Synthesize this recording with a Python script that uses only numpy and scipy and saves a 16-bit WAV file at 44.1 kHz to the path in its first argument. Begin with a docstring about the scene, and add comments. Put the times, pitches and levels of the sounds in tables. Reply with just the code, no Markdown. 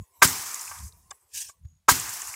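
"""Axe on a dry fallen trunk

Open scrub, a nearly mono microphone, near enough to overload on the two blows. Each one splinters
the wood, thuds the trunk into the ground and sets dead twigs rustling and snapping. Between them come
three light knocks of the handle and a scuff through dry grass. Wind puffs on the microphone;
faint background noise flickers in narrow bands, and an insect sings for a moment."""
import sys
import numpy as np
from scipy import signal
from scipy.io import wavfile
from scipy.ndimage import uniform_filter1d

SR = 44100
rng = np.random.default_rng(int(sys.argv[2]) if len(sys.argv) > 2 else 0)


def digitize_waveform(pressure):
    """Quantize a signal to 16-bit integers and store it at the path in sys.argv[1].

    Rows of a 2-D input are taken as channels; values are limited to [-1, 1].
    """
    field = np.atleast_2d(pressure).T
    bounded = np.clip(field, -1, 1)
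    quanta = np.round(bounded * 32767).astype(np.int16)
    wavfile.write(sys.argv[1], SR, quanta)


N = 103635

# axe blows: start_s, level_db, low_mode_tilt_db_per_octave
AXE_BLOWS = [(0.2212, -0.5, 7.5), (1.8852, -1, -4.5)]


def amp(db):
    """Decibels to gain."""
    return 10 ** (np.asarray(db) / 20)


def rms_one(x):
    """Scale to rms 1."""
    return x / np.sqrt(np.mean(x ** 2) + 1e-20)


def butter(x, order, hz, kind):
    """Butterworth filter."""
    return signal.sosfilt(signal.butter(order, hz, kind, fs=SR, output="sos"), x)


def in_time(rows, start_s=0):
    """The columns after time_s, interpolated at every sample."""
    times, *columns = np.transpose(rows)
    return [np.interp(np.arange(N) / SR - start_s, times, column) for column in columns]


def drift(rate_hz):
    """A smooth random wander of rms 1."""
    r = np.exp(-2 * np.pi * rate_hz / SR)
    return rms_one(signal.lfilter([1], [1, -2 * r, r * r], rng.standard_normal(N + SR))[SR:])


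def ring(force, hz, t60_s):
    """One mode: a unit click starts a dying sine of height 1."""
    r, w = amp(-60 / (t60_s * SR)), 2 * np.pi * hz / SR
    return signal.lfilter([0, np.sin(w)], [1, -2 * r * np.cos(w), r * r], force + 1e-18)


def clicks(size, per_s, spread_db):
    """Random clicks of uneven size and sign."""
    heights = amp(spread_db * np.minimum(rng.exponential(1, size), 4)) * rng.choice([-1, 1], size)
    return heights * (rng.random(size) < per_s / SR)


def rustle(spectrum, per_s, spread_db, hiss, patchy_db, bands_per_octave, patch_hz=25, age_s=0):
    """Crackle and hiss in flickering bands whose balance shifts with age; rms 1 at age 0."""
    # extra decay of each band, negative where it lingers: pitch_hz, decay_db_per_s
    band_decay = [(200, 49), (450, 27.5), (700, 5.5), (1100, -11), (1600, 5.5), (2300, 5.5), (3200, 22.5),
                  (4200, 16), (5200, 0), (7000, -2.5), (11000, -7.5), (15000, 12.5)]
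    decay_hz, decay_db_per_s = np.transpose(band_decay)
    hz, db = np.transpose(spectrum)
    edges = np.geomspace(hz[0], hz[-1], int(bands_per_octave * np.log2(hz[-1] / hz[0])) + 2)
    out, fresh_power, flicker_db = 0, 0, drift(40)
    crackles = [rms_one(clicks(N, per_s, spread_db)) + hiss * rng.standard_normal(N) for _ in range(4)]
    patches = [drift(patch_hz) for _ in range(7)]
    for k, (low, high) in enumerate(zip(edges, edges[1:])):
        log_centre = np.log(low * high) / 2
        patch_db = patchy_db * np.roll(patches[k % 7], k * 3001)
        band = butter(crackles[k % 4], 2, [low, high], "band")
        band *= amp(np.interp(log_centre, np.log(hz), db) + flicker_db + patch_db)
        fresh_power += np.mean(band ** 2)
        out += band * amp(-age_s * np.interp(log_centre, np.log(decay_hz), decay_db_per_s))
    return out / np.sqrt(fresh_power)


def mic_hiss():
    """The microphone's own steady hiss, soft at the top."""
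    return amp(-78) * signal.lfilter([.5, .5], [1], rng.standard_normal(N))


def background_noise():
    """Faint background noise flickering in narrow, slowly shifting bands."""
    # loudness of the noise: time_s, level_db
    levels = [(0, -60), (.06, -64), (.11, -72), (.14, -64), (.2, -62), (.9, -63), (1.0, -66), (1.09, -69),
              (1.125, -59), (1.2, -71), (1.3, -70), (1.54, -71), (1.62, -82), (1.86, -92)]
    # its spectrum: pitch_hz, relative_db
    spectrum = [(150, -54.5), (250, -31), (287, -8), (922, -6.5), (1020, 6.5), (1280, -24), (1880, -14.5),
                (4340, -20), (5070, -16.5), (8550, -6), (16000, -14)]
    noise = rustle(spectrum, per_s=690, spread_db=2.5, hiss=1.5, patchy_db=6,
                   bands_per_octave=14, patch_hz=6)
    return amp(in_time(levels)[0]) * noise


def insect(start_s=1.63, end_s=1.87, pitch_hz=6700, throb_hz=60):
    """A thin, throbbing band of noise swells once and fades."""
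    t = np.arange(N) / SR
    song = rms_one(ring(rng.standard_normal(N), pitch_hz, t60_s=.05))
    throb = 1 + .7 * np.sin(2 * np.pi * throb_hz * t)
    progress = np.clip((t - start_s) / (end_s - start_s), 0, 1)
    swell = np.sin(np.pi * progress ** .5) ** 2
    return amp(-72) * swell * song * throb


def wind(pitch_hz=65, width_hz=40, under_blows_db=-64.5):
    """Wind on the microphone: lumpy rumble round one low pitch, and a one-cycle puff with a faint tick."""
    # four stretches of gusts, each: time_s, level_db
    gusts = [
        [(0.02, -32.5), (0.042, -82.5), (0.08, -94), (0.088, -79), (0.118, -75), (0.142, -94), (0.16, -88),
         (0.19, -62)],
        [(0.45, -112.5), (0.66, -66), (0.694, -51.5), (0.752, -61), (0.776, -46.5), (0.838, -33), (0.864, -38),
         (0.92, -65.5), (0.934, -52), (1.126, -64), (1.2, -89), (1.248, -69), (1.306, -91), (1.342, -55),
         (1.412, -72), (1.488, -62), (1.52, -86), (1.635, -45)],
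        [(1.685, -54), (1.691, -53), (1.713, -55), (1.745, -59.5), (1.855, -75), (1.86, -70.5)],
        [(2.1, -51), (2.112, -92), (2.142, -64), (2.212, -68), (2.234, -65), (2.296, -56), (2.35, -92.5)],
    ]
    # the single puff: centre_s, level_db, pitch_hz
    puffs = [(1.6545, -30, 78)]
    first, second, third, fourth = map(list, gusts)
    levels = first + [(.25, under_blows_db)] + second + third + [(1.95, under_blows_db)] + fourth
    noise = rng.standard_normal((2, N + SR))
    broad = butter(noise, 6, 190, "low")
    narrow = rms_one(ring(broad[0], pitch_hz, 2.2 / width_hz))
    rumble = (narrow + amp(-14.5) * rms_one(broad[1]))[SR:]
    # even out the rumble so that the gusts set its level
    rumble /= np.sqrt(uniform_filter1d(rumble ** 2, size=1800) + .05 * np.mean(rumble ** 2))
    out, t = amp(in_time(levels)[0]) * rumble, np.arange(N) / SR
    tick = amp(-30) * signal.lfilter([.3], [1, -.7], noise[0, :N])
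    for centre_s, db, hz in puffs:
        cycles = (t - centre_s) * hz
        out += amp(db) * (np.sin(2 * np.pi * cycles) + tick) * np.exp(-(1.9 * cycles) ** 2)
    return out


def grass_scuff():
    """One sweep through dry grass makes a dense crackle."""
    # loudness of the sweep: time_s, level_db
    levels = [(1.28, -76.5), (1.325, -59.5), (1.337, -43), (1.341, -38), (1.355, -33.5), (1.377, -29.5),
              (1.4, -37), (1.417, -32.5), (1.44, -41), (1.5, -49), (1.512, -60.5), (1.56, -85)]
    # spectrum of the grass: pitch_hz, relative_db
    spectrum = [(410, -81), (700, -61), (898, -12), (1050, -25), (1090, -51), (1260, -66), (1680, -1.5),
                (2050, -17.5), (2190, -11.5), (2430, -2.5), (4380, -4), (5760, 6), (8210, 4.5), (13100, -7),
                (16000, -6)]
    t = np.arange(N) / SR
    sweeping = (t > levels[0][0]) & (t < levels[-1][0])
    grass = rustle(spectrum, per_s=2200, spread_db=3, hiss=1, patchy_db=3.5, bands_per_octave=8)
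    return sweeping * amp(in_time(levels)[0]) * grass


def handle_knocks():
    """Short, soft rubs ring the axe handle; the high modes get a shorter push."""
    # modes of the handle: pitch_hz, level_db, t60_s
    modes = [(800, -7, .02), (1141, 0, .024), (1615, -4, .02), (2250, -8, .018), (2961, -15, .018),
             (3558, -12, .02), (5136, -10, .008), (6255, -7, .008), (7000, -7, .008), (7596, -5, .008),
             (8656, -9, .008)]
    # knocks: start_s, level_db, low_mode_tilt_db_per_octave, high_mode_db, low_mode_push_s
    knocks = [(0.707, -37, 1, -12, 0.017), (1.104, -38.5, -1, 7.5, 0.023), (1.486, -45, -2.5, -10, 0.0212)]
    out = np.zeros(N)
    for hz, mode_db, t60_s in modes:
        force, is_high = np.zeros(N), hz > 3000
        resonance = [1, -1.94 * np.cos(2 * np.pi * hz / SR), .94]
        for start_s, db, tilt_db, high_db, push_s in knocks:
            i, size = int(start_s * SR), int(push_s * SR * (.6 if is_high else 1))
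            rub = signal.lfilter([1], resonance, rng.standard_normal(size)) * np.hanning(size)
            rub /= np.abs(ring(rub, hz, t60_s)).max()
            colour_db = high_db if is_high else tilt_db * np.log2(hz / 1141)
            force[i:i + size] = rub * amp(db + mode_db + colour_db)
        out += ring(force, hz, t60_s)
    return out


def crown_rustle():
    """A blow sets dead twigs and branches rustling; it fades, then cuts off as a noise gate closes."""
    # rustle levels, with the gate's drop written in at 0.66-0.69 s: after_blow_s, twigs_db, branches_db
    levels = [(0, -25.5, -38), (.007, -12, -19), (.015, -16, -20), (.03, -17.5, -21), (.045, -26, -32),
              (.09, -30.5, -36.5), (.17, -34.5, -40.5), (.3, -36, -41.5), (.43, -39.5, -45.5),
              (.56, -44.5, -48.5), (.66, -50.5, -61), (.69, -65, -69.5), (.8, -69, -80),
              (1.0, -76.5, -76.5), (1.2, -100, -100)]
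    # bright spectrum of the twigs: pitch_hz, relative_db
    twig_spectrum = [(1760, -38.5), (3000, -12.5), (4200, -7.5), (5000, -3.5), (7200, -1.5), (10000, -8.5),
                     (15000, -7), (16000, -11)]
    # midrange spectrum of the branches: pitch_hz, relative_db
    branch_spectrum = [(120, -34.5), (200, -3), (435, 2), (481, -13.5), (970, 4), (1450, -1), (1580, 4),
                       (3110, -0.5), (4000, -5.5), (5200, -34.5), (8800, -120)]
    twig_gain, branch_gain, age_s = np.zeros((3, N))
    for start_s, db, _ in AXE_BLOWS:
        after = np.arange(N) >= start_s * SR
        age_s[after] = np.minimum(np.arange(after.sum()) / SR, .9)
        twig_db, branch_db = in_time(levels, start_s)
        twig_gain += after * amp(twig_db + db)
        branch_gain += after * amp(branch_db + db)
    twigs = rustle(twig_spectrum, per_s=760, spread_db=3, hiss=2.2, patchy_db=.5,
                   bands_per_octave=4, age_s=age_s)
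    branches = rustle(branch_spectrum, per_s=300, spread_db=0, hiss=.9, patchy_db=1.5,
                      bands_per_octave=5, age_s=age_s)
    return twig_gain * twigs + branch_gain * branches


def twig_snaps(burst_s=.007, ring_cycles=9):
    """Single twigs snap: a bright burst of noise rings briefly at one pitch."""
    # snaps: start_s, relative_db, pitch_hz
    snaps = [(0.2443, -13.5, 9700), (0.273, -21, 7800), (.512, -33, 7600), (.541, -23.5, 7080),
             (.592, -35, 5800), (0.609, -34, 7160), (0.648, -36, 7400), (.675, -39.5, 2220),
             (0.784, -51, 3360), (0.921, -55, 4150), (1.996, -23.5, 7680), (2.09, -30, 6900),
             (2.173, -35, 6660), (2.216, -30, 7150), (2.27, -32.5, 7260), (2.337, -38, 2170)]
    out, size = np.zeros(N), int(burst_s * SR)
    for start_s, db, hz in snaps:
        force, i, t60_s = np.zeros(N), int(start_s * SR), ring_cycles / hz
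        force[i:i + size] = np.hanning(size) * np.diff(rng.standard_normal(size + 2), 2)
        snap = ring(ring(force, hz, t60_s), hz, t60_s)
        out += amp(db + 6.5) * snap / np.abs(snap).max()
    return out


def ground_thud(delay_s=.03, soften_hz=200, shudder_db=-35, shudder_t60_s=.46):
    """The trunk pushes softly into the ground a moment after each blow, then goes on shuddering."""
    # low modes of the trunk on the ground: pitch_hz, relative_db, t60_s
    modes = [(68, -38.5, .09), (122, -18.5, 0.051), (178.2, -17, 0.049), (267.7, -23, 0.14),
             (416, -20.5, 0.071)]
    push, t = np.zeros(N), np.arange(N) / SR
    for start_s, db, _ in AXE_BLOWS:
        push[int(start_s * SR)] = amp(db - 11.5)
        push[int((start_s + delay_s) * SR)] = amp(db)
        shudder = amp(db + shudder_db - 60 * np.abs(t - start_s) / shudder_t60_s)
        push += (t > start_s + delay_s) * shudder * rng.standard_normal(N)
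    r = np.exp(-2 * np.pi * soften_hz / SR)
    soft_push = signal.lfilter([(1 - r) ** 2], [1, -2 * r, r * r], push + 1e-18)
    return sum(amp(db) * ring(soft_push, hz, t60_s) for hz, db, t60_s in modes)


def axe_bites(graze_s=.005, graze_db=-33, split_s=.012):
    """The blade grazes, the wood cracks and a short run of splitting fibres rings the trunk."""
    # modes of the dry trunk: pitch_hz, relative_db, t60_s
    modes = [(800, -23, 0.0081), (977, -5.5, 0.051), (1173, -3.5, 0.031), (1289, -5.5, 0.039),
             (1580, -6.5, 0.038), (2052, -10.5, 0.013), (2307, -9, .018), (3010, -17.5, 0.004),
             (3770, -14.5, .012), (5095, -21, .01), (5760, -23, .012), (6746, -4.5, 0.013),
             (7600, -10.5, 0.0043), (8600, -19, 0.017)]
    out, size, lead = np.zeros(N), int(split_s * SR), int(graze_s * SR)
    for hz, mode_db, t60_s in modes:
        force = np.zeros(N)
        for start_s, db, tilt_db in AXE_BLOWS:
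            i = int(start_s * SR)
            cracks = clicks(size, per_s=1800, spread_db=5.5)
            cracks[0] = 3.6 if hz < 1700 else .1  # the first crack drives mainly the low modes
            cracks /= np.sqrt(np.sum(cracks ** 2))
            colour_db = (hz < 3000) * tilt_db * np.log2(hz / 1200)
            force[i:i + size] = cracks * amp(db + mode_db + colour_db)
            graze = amp(graze_db + np.linspace(-20, 0, lead)) * rng.standard_normal(lead)
            force[i - lead:i] = graze * amp(db + mode_db)
        out += ring(force, hz, t60_s)
    return butter(out, 2, 370, "high")


def scene():
    """Everything sits in the centre; only the top treble differs a little between the channels."""
    mid = axe_bites() + handle_knocks() + ground_thud() + crown_rustle() + twig_snaps() + grass_scuff()
    mid += wind() + insect() + background_noise() + mic_hiss()
    side = amp(-14) * butter(mid * drift(300), 4, 11000, "high")
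    return mid + side * np.array([[1], [-1]])


def record(dry, bass_cut_hz=66, ceiling=.8, stopband_hz=16400):
    """The microphone chain cuts the deep bass, overloads softly on peaks and cuts the top treble."""
    drive = butter(dry, 3, bass_cut_hz, "high") / ceiling
    overloaded = ceiling * drive / (1 + drive ** 4) ** .25
    return signal.sosfilt(signal.cheby2(14, 60, stopband_hz, fs=SR, output="sos"), overloaded)


dry = scene()
out = record(dry)
digitize_waveform(out)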